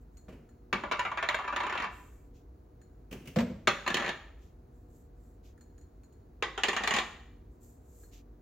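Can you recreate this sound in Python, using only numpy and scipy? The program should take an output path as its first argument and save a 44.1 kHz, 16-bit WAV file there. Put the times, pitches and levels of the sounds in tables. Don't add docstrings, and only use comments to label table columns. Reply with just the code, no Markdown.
import sys
import numpy as np
from scipy import signal
from scipy.fft import rfft, irfft
from scipy.io import wavfile

SR = 44100
rng = np.random.default_rng(int(sys.argv[2]) if len(sys.argv) > 2 else 0)


def master(y):
    cut = np.clip(np.atleast_2d(y).T, -1, 1)
    pcm = np.round(cut * 32767)
    wavfile.write(sys.argv[1], SR, pcm.astype(np.int16))


N = 371013
TIME = np.arange(N) / SR
HIT_TIME = TIME[:int(.55 * SR)]
ROOM_T60_S = 0.5918


# time in seconds, relative level in dB,
# hardness as treble share in dB, weight as bass share in dB.
RIM_KNOCKS = [(0.7277, -17, -16.5, -1), (0.835, -25.5, -26, -12), (0.913, -21, -18.5, -30),
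              (0.9209, -21.5, -15, -34), (0.993, -19, -15, -22.5), (1.05, -23, -23, -19),
              (1.115, -24.5, -25, -24), (1.173, -22.5, -21, -37), (1.226, -21, -22, -39.5),
              (1.288, -17, -12, -31), (1.344, -19.5, -13, -24), (1.387, -24.5, -26, -35.5),
              (1.441, -29.5, -28, -29), (1.477, -23.5, -23, -31.5), (1.524, -24.5, -25, -24),
              (1.562, -21, -15.5, -30.5), (1.603, -22, -20.5, -26), (3.6728, -11, -13, -20.5),
              (3.677, -16, -10, -9), (3.863, -23.5, -19, -29), (3.877, -19.5, -9.5, -22),
              (3.902, -22, -14, -12.5), (3.943, -18.5, -6.5, -11), (3.969, -21, -14, -18.5),
              (6.4243, -19, -16, -17), (6.577, -24.5, -20, -26), (6.635, -15, -10.5, -25.5),
              (6.684, -18, -12, -15), (6.731, -25, -16.5, -18.5), (6.765, -20, -16, -32.5),
              (6.805, -29, -26.5, -19), (6.836, -22, -16, -24), (6.875, -18, -10.5, -21.5)]
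CUP_CHANGES = [3, 6]
# start in seconds, stop in seconds, first gap in seconds,
# ratio of each gap to the last, relative level in dB, hardness in dB, weight in dB.
SHIVERS = [(1.634, 1.858, .032, 0.94, -25, -19.5, -22), (3.998, 4.096, .025, .85, -25.5, -15, -14),
           (6.908, 6.994, .03, .86, -19.5, -13, -22)]
# frequency in Hz, relative level in dB.
FIRST_CUP_TONE = [(65, -47.5), (110, -19), (214, -7.5), (525, -11), (571, -6.5), (733, -6), (1160, -1.5),
                  (1430, -3), (2260, -8), (3500, -16), (4880, -27.5), (6950, -30.5), (7560, -54.5),
                  (12200, -63.5), (16000, -79)]
SECOND_CUP_TONE = [(65, -34), (110, -11), (181, 1), (299, -5.5), (595, -0.5), (848, -7.5), (1160, -4.5),
                   (1430, -3), (1830, -1.5), (4400, -15), (4780, -23.5), (6950, -21), (7720, -50),
                   (13000, -62), (16000, -52.5)]
THIRD_CUP_TONE = [(65, -31.5), (110, -12), (201, -0.5), (293, -5.5), (473, -1), (559, -5.5), (780, -2),
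                  (1550, -10), (1870, -6.5), (3280, -7.5), (5760, -22), (6810, -13.5), (9500, -49),
                  (12500, -54), (16000, -52)]
# frequency in Hz, width in Hz, relative level in dB.
FIRST_CUP_RESONANCES = [(371.5, 53, -6.5), (590, 32, -8), (991, 18, 3), (1168, 81, -11), (1773, 29, 2),
                        (2282, 100, -2.5), (2664, 82, -7.5), (2737, 46, -7.5), (3200, 51, -9.5),
                        (3856, 83, -19), (4400, 41, -22.5)]
SECOND_CUP_RESONANCES = [(360, 70, -2), (593, 73, -8.5), (797, 27, 1), (982, 130, -0.5),
                         (1219.4, 230, -7.5), (1778, 227, -1.5), (2574, 59, -4.5), (2780, 47, -8.5),
                         (3346, 42, -3.5), (3590, 37, -11.5), (4182, 33, -5)]
THIRD_CUP_RESONANCES = [(434, 290, -17.5), (742, 120, -25), (1190, 530, 0), (1820, 370, 9), (2370, 86, -7),
                        (2876, 110, -4), (3323, 57, -8), (3670, 140, -8), (3980, 60, -23.5), (4770, 21, -5)]


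def rocking_cups():
    all_knocks = np.array(RIM_KNOCKS)
    knocks_by_cup = np.split(all_knocks, np.searchsorted(all_knocks[:, 0], CUP_CHANGES))
    cups = [(FIRST_CUP_TONE, FIRST_CUP_RESONANCES), (SECOND_CUP_TONE, SECOND_CUP_RESONANCES),
            (THIRD_CUP_TONE, THIRD_CUP_RESONANCES)]
    out = np.zeros((2, N))
    for knocks, shiver, (tone, rings) in zip(knocks_by_cup, SHIVERS, cups):
        out += rocking_cup(list(knocks) + settling(*shiver), tone, rings)
    return out


def settling(start_s, stop_s, gap_s, ratio, db, treble_db, bass_db, count=14):
    gaps = gap_s * ratio ** np.arange(count)
    times = start_s + np.cumsum(gaps) - gaps
    flatness = (times - start_s) / (stop_s - start_s) - .5
    chance = rng.standard_normal((count, 2))
    knocks = []
    for s, flat, (force, edge) in zip(times, flatness, chance):
        if s < stop_s:
            knocks.append((s, db + 0.54 * force, treble_db + 2.0 * edge, bass_db + 2.0 * flat))
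    return knocks


def rocking_cup(knocks, tone, rings):
    knock_db, ring_db = -9.5, -6.0
    usual_treble_db, hardness = -14.5, .7
    usual_bass_db, weight = -19.0, 0.66
    roll_s, alike, linger = 0.00018, .25, .6
    out = np.zeros((2, N))
    spot = struck(t60=0.22, room_db=-13.5)
    for s, db, treble_db, bass_db in knocks:
        bright_db = hardness * (treble_db - usual_treble_db)
        plate = np.sqrt(alike) * spot + np.sqrt(1 - alike) * struck(t60=0.14, room_db=-12.0)
        crack = noise(len(HIT_TIME)) * (undb(1.5) * fade(0.0039) + fade(0.027))
        plate = plate + undb(bright_db / 2) * colour(crack, [(1500, 0), (6000, 6.0)])
        plate = plate * swell(roll_s * undb(-2 * bright_db))
        rebounds = chatter(length_s=.005 * undb(-linger * bright_db), rebound=0.3)
        plate = signal.fftconvolve(plate, rebounds, axes=1)[:, :len(HIT_TIME)]
        contact = [(220, weight * (bass_db - usual_bass_db)), (800, 0), (1500, 0),
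                   (2600, 2.5 + 0.97 * bright_db), (5000, bright_db)]
        plate = shape(plate, lambda hz: (curve(tone, hz) + curve(contact, hz)
                                         + hob_resonance(rings, hz) + contact_point(hz)))
        glass = blow(cup_ring(t60=0.049, room_db=-19.5), db + knock_db + treble_db + ring_db)
        add(out, s, blow(plate, db + knock_db) + glass)
    return out


def chatter(length_s, rebound, count=10):
    force = np.zeros(len(HIT_TIME))
    delay = rng.exponential(1, count)
    index = np.minimum(delay * length_s * SR, len(HIT_TIME) - 1).astype(int)
    force[index] = rebound * rng.standard_normal(count) * np.exp(-delay / 2)
    force[0] = 1
    return force[None]


def hob_resonance(rings, hz, lift_db=8.0):
    softened = [(f, width, .3 * db) for f, width, db in rings]
    return lift_db * np.minimum(resonances(softened, hz), 1.3)


def contact_point(hz, spread_db=1.84, count=24):
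    centres = np.geomspace(300, 9000, count)
    return curve(np.column_stack([centres, spread_db * rng.standard_normal(count)]), hz)


# frequency in Hz, width in Hz, relative level in dB.
GLASS_RINGS = [(1640, 730, -11.5), (4240, 32, 3), (6960, 80, -4.5), (6822, 60, 0.5), (8153, 390, -18),
               (12460, 1600, -20.5)]
# frequency in Hz, gain in dB.
GLASS_TONE = [(500, -14.5), (1500, 3), (8400, 1), (9800, -31), (12000, -3)]


def cup_ring(t60, room_db):
    return shape(struck(t60, room_db),
                 lambda hz: 10 * np.log10(resonances(GLASS_RINGS, hz)) + curve(GLASS_TONE, hz))


# time in seconds, relative ring level in dB, relative dull tap level in dB.
FINGER_TICKS = [(0.17, -55, -78.5), (0.49, -66.5, -66.5), (2.8153, -61.5, -63.5), (5.5773, -69.5, -63.5),
                (5.6094, -57.5, -64.5), (5.78, -59.5, -70), (5.812, -62.5, -88.5), (6.034, -60.5, -86.5),
                (6.1251, -66, -89.5), (8.034, -59.5, -62.5)]
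# frequency in Hz, gain in dB.
TICK_TONE = [(4000, -6), (7000, 0)]
# frequency in Hz, gain in dB.
TAP_TONE = [(700, -14), (1300, 8), (1750, 13), (2400, -14.5), (4000, -35.5), (9000, -24.5)]


def finger_ticks(tick_db=-10.0, click_db=-11.0, tap_db=-7.5):
    out = np.zeros((2, N))
    for s, db, dull_db in FINGER_TICKS:
        ring = colour(cup_ring(t60=0.13, room_db=-12.0), TICK_TONE)
        click = colour(struck(t60=0.018, room_db=-33.5), POWDER_TONE)
        tap = colour(struck(t60=0.05, room_db=-19.0), TAP_TONE)
        add(out, s, blow(ring, db + tick_db))
        add(out, s, blow(click, db + tick_db + click_db))
        add(out, s, blow(tap, dull_db + tap_db))
    return out


# time in seconds, relative boom level in dB, relative clack level in dB.
STOVE_BUMPS = [(0.283, -46, -55), (3.36, -18.5, -30.5), (3.366, -12, -38.5), (3.387, -24, -31.5),
               (3.404, -22, -35.5), (3.421, -23.5, -46), (3.499, -29.5, -56.5)]
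# frequency in Hz, relative level in dB, decay time t60 in seconds.
STOVE_MODES = [(73, -20.5, 1), (103.08, -18.5, 0.95), (166.9, -17.5, .35), (204.6, -10, 0.27),
               (238.4, 3, .2), (292, -10, 0.089), (509.3, -7.5, 0.2), (583, -22.5, 0.42),
               (659, -21.5, 0.21), (1064, -32.5, .3)]
# frequency in Hz, gain in dB.
BOOM_TONE = [(41, -49), (70, -25), (178, -8.5), (228, -1.5), (281, -19.5), (329, -15), (397, -24.5),
             (496, -14.5), (774, -39.5), (1000, -34), (1300, -63.5), (2200, -120)]
# frequency in Hz, gain in dB.
CLACK_TONE = [(350, -27), (600, 2), (790, -11.5), (2370, -14), (2870, -20), (5950, -28.5), (8050, -33.5),
              (11000, -86), (12700, -39), (14900, -36.5), (16000, -55)]


def bumps(body_db=-14.5, boom_db=-15.5, contact_db=-3.5):
    out = np.zeros((2, N))
    for s, db, clack_db in STOVE_BUMPS:
        body = modes(STOVE_MODES) * swell(0.0048)
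        boom = colour(struck(t60=0.11, room_db=-10.5), BOOM_TONE)
        clack = colour(struck(t60=0.09, room_db=-16.5), CLACK_TONE)
        add(out, s, blow(body, db + body_db))
        add(out, s, blow(boom, db + boom_db, count=2400))
        add(out, s, blow(clack, clack_db + contact_db))
    return out


# time in seconds, relative level in dB,
# relative gritty catch level in dB.
WORKTOP_SCUFFS = [(0.285, -37.5, -104), (0.323, -40.5, -68.5), (3.11, -38.5, -48), (3.124, -34, -43.5),
                  (3.254, -45, -54.5), (3.272, -37.5, -44.5)]
# frequency in Hz, gain in dB.
SCUFF_TONE = [(76, -27.5), (130, 2.5), (198, 1), (522, -8), (796, -21), (898, -21.5), (1140, -22),
              (2890, -24.5), (3460, -36.5), (7750, -42), (9100, -51), (10100, -75), (10900, -52.5),
              (12600, -45.5), (16000, -46)]
# frequency in Hz, gain in dB.
CATCH_TONE = [(880, -49.5), (1500, -16), (2860, -4.5), (3730, -20.5), (6240, -16), (9190, -28.5),
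              (10000, -49.5), (12100, -23), (16000, -22.5)]


def scuffs(scuff_db=-10.5, catch_db=-7.5):
    out = np.zeros((2, N))
    for s, db, grit_db in WORKTOP_SCUFFS:
        rub = colour(struck(t60=0.15, room_db=-8.0) * swell(0.0031), SCUFF_TONE)
        catch = colour(struck(t60=0.071, room_db=-14.0) * swell(.003), CATCH_TONE)
        add(out, s, blow(rub, db + scuff_db) + blow(catch, grit_db + catch_db))
    return out


# start in seconds, relative level in dB.
SPICE_POURS = [(2.33, -82.5), (5.426, -78), (8.109, -70.5)]
# frequency in Hz, gain in dB.
POWDER_TONE = [(880, -46), (1500, -18), (2460, -3), (4830, -7.5), (6960, -4), (8660, -20.5), (9650, -48),
               (12200, -10), (16000, -20.5)]


def pouring_powder(rise_s=0.0327, fall_s=.09):
    strokes = [(s, db, rise_s, fall_s) for s, db in SPICE_POURS]
    return sliding(strokes, POWDER_TONE, gain_db=8.5)


# start in seconds, relative level in dB, rise in seconds, fall in seconds.
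CUP_SLIDES = [(4.37, -78, 0.065, .12)]


def sliding_cup():
    return sliding(CUP_SLIDES, POWDER_TONE, gain_db=4.0)


# start in seconds, relative level in dB, rise in seconds, fall in seconds.
HISS_SWELLS = [(0.0, -84, 0.017, .04), (0.11, -86, 0.031, 0.23), (1.9, -70.5, .04, 0.39),
               (4.7, -86, 0.062, 0.21), (4.88, -76, 0.082, 0.1385), (5.14, -81, .12, 0.158),
               (7.5, -86, .02, 0.15), (7.6, -69.5, 0.035, .2), (7.8, -68.5, 0.22, 0.136)]
# frequency in Hz, gain in dB.
HISS_TONE = [(3000, -11), (5500, -4), (7200, 9.5), (8300, 3.5), (10000, -27.5), (12700, 6.5), (15500, -6)]


def treble_hiss():
    return sliding(HISS_SWELLS, HISS_TONE, gain_db=1.5)


def sliding(strokes, tone, gain_db, grain_db=1.5, size=60):
    grains = undb(grain_db * np.repeat(rng.standard_normal(N // size + 1), size)[:N])
    hiss = colour(noise(N) * grains, tone)
    level = np.zeros(N)
    for s, db, rise, fall in strokes:
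        level += np.interp(TIME, [s, s + rise, s + rise + fall], [0, undb(db), 0])
    return hiss / rms(hiss[0]) * level * undb(gain_db)


# frequency in Hz, gain in dB.
ROOM_TONE = [(12, -41), (20, -22), (56, 0.5), (204, -19), (277, -15.5), (446, -22), (485, -26), (542, -29),
             (1570, -41.5), (3340, -55.5), (4180, -52), (5230, -56.5), (6720, -53.5), (9670, -71.5),
             (16000, -50)]
# frequency in Hz, side gain in dB.
ROOM_WIDTH = [(50, -44.5), (130, -14.5), (330, -9.5), (650, 3.5), (1000, 3), (1800, -8.5), (3500, -2.5),
              (7500, -3.5), (10000, 25.5), (12700, 1), (15000, -5.5)]
# frequency in Hz, relative level in dB.
HUM_TONES = [(48.4, -58.5), (236.9, -70.5), (285.3, -75.5), (360.7, -75.5), (419.9, -83), (479.1, -74),
             (629.8, -83.5), (721.4, -83.5)]


def kitchen(air_db=-54.5, hum_db=-0.5, waver=0.38, count=40):
    air = colour(noise(N, ROOM_WIDTH), ROOM_TONE)
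    air *= undb(air_db) / rms(air[0])
    knots = np.linspace(0, TIME[-1], count)
    for hz, db in HUM_TONES:
        size = np.interp(TIME, knots, waver * rng.standard_normal(count))
        drift = np.interp(TIME, knots, waver * rng.standard_normal(count))
        tone = np.sin(2 * np.pi * (hz * TIME + drift))
        air[0] += np.sqrt(2) * undb(db + hum_db) * (1 + size) * tone
    return air


def struck(t60, room_db):
    room = undb(room_db) * fade(ROOM_T60_S) * swell(0.0054)
    return noise(len(HIT_TIME)) * np.hypot(fade(t60), room)


# frequency in Hz, side gain in dB.
CLOSE_WIDTH = [(100, -31), (430, -20), (620, -5), (1100, -6.5), (1800, -16.5), (2800, -4.5), (4400, -5),
               (5500, -4.5), (7000, -3), (8300, 5), (10000, 28.5), (12700, -3.5), (15000, -2)]


def noise(count, width=CLOSE_WIDTH):
    mid, side = rng.standard_normal((2, count))
    return np.array([mid, shape(side, lambda hz: curve(width, hz))])


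def modes(table, scatter_db=0.5):
    out = 0
    for hz, db, t60 in table:
        width_db = np.array([[0], [curve(CLOSE_WIDTH, hz)]])
        gain = undb(db + scatter_db * rng.standard_normal() + width_db)
        phase = 2 * np.pi * hz * HIT_TIME
        out = out + gain * fade(t60) * np.array([np.sin(phase), np.cos(phase)])
    return out


def resonances(table, hz):
    return sum(undb(db) ** 2 / (1 + (2 * (hz - f) / width) ** 2) for f, width, db in table)


def undb(db):
    return 10 ** (np.asarray(db) / 20)


def rms(x):
    return np.sqrt(np.mean(x ** 2))


def fade(t60):
    return np.exp(-np.log(1000) * HIT_TIME / t60)


def swell(rise_s):
    return 1 - np.exp(-HIT_TIME / rise_s)


def curve(points, hz):
    f, db = np.transpose(points)
    return np.interp(np.log(hz + 1), np.log(f), db)


def shape(x, db_at, size=4096):
    hz = np.arange(size // 2 + 1) * SR / size
    cepstrum = irfft(np.log(undb(db_at(hz))))
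    cepstrum[1:size // 2] *= 2
    cepstrum[size // 2 + 1:] = 0
    taps = irfft(np.exp(rfft(cepstrum)))
    return signal.fftconvolve(x, np.array(taps, ndmin=x.ndim), axes=-1)[..., :x.shape[-1]]


def colour(pair, points):
    return shape(pair, lambda hz: curve(points, hz))


def blow(pair, db, count=800):
    return pair * undb(db) / rms(pair[0, :count])


def add(out, s, pair):
    start = int(s * SR)
    piece = pair[:, :N - start]
    out[:, start:start + piece.shape[1]] += piece


def scene():
    hits = rocking_cups() + finger_ticks() + bumps() + scuffs()
    slides = pouring_powder() + sliding_cup() + treble_hiss()
    mid, side = hits + slides + kitchen()
    return np.array([mid + side, mid - side])


def record(dry, low_cut_hz=30.15, top_hz=15900):
    low_cut = signal.butter(2, low_cut_hz, "high", fs=SR, output="sos")
    top_cut = signal.ellip(10, .2, 80, top_hz, fs=SR, output="sos")
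    thinned = signal.sosfilt(low_cut, dry)
    return signal.sosfilt(top_cut, thinned)


dry = scene()
out = record(dry)
master(out)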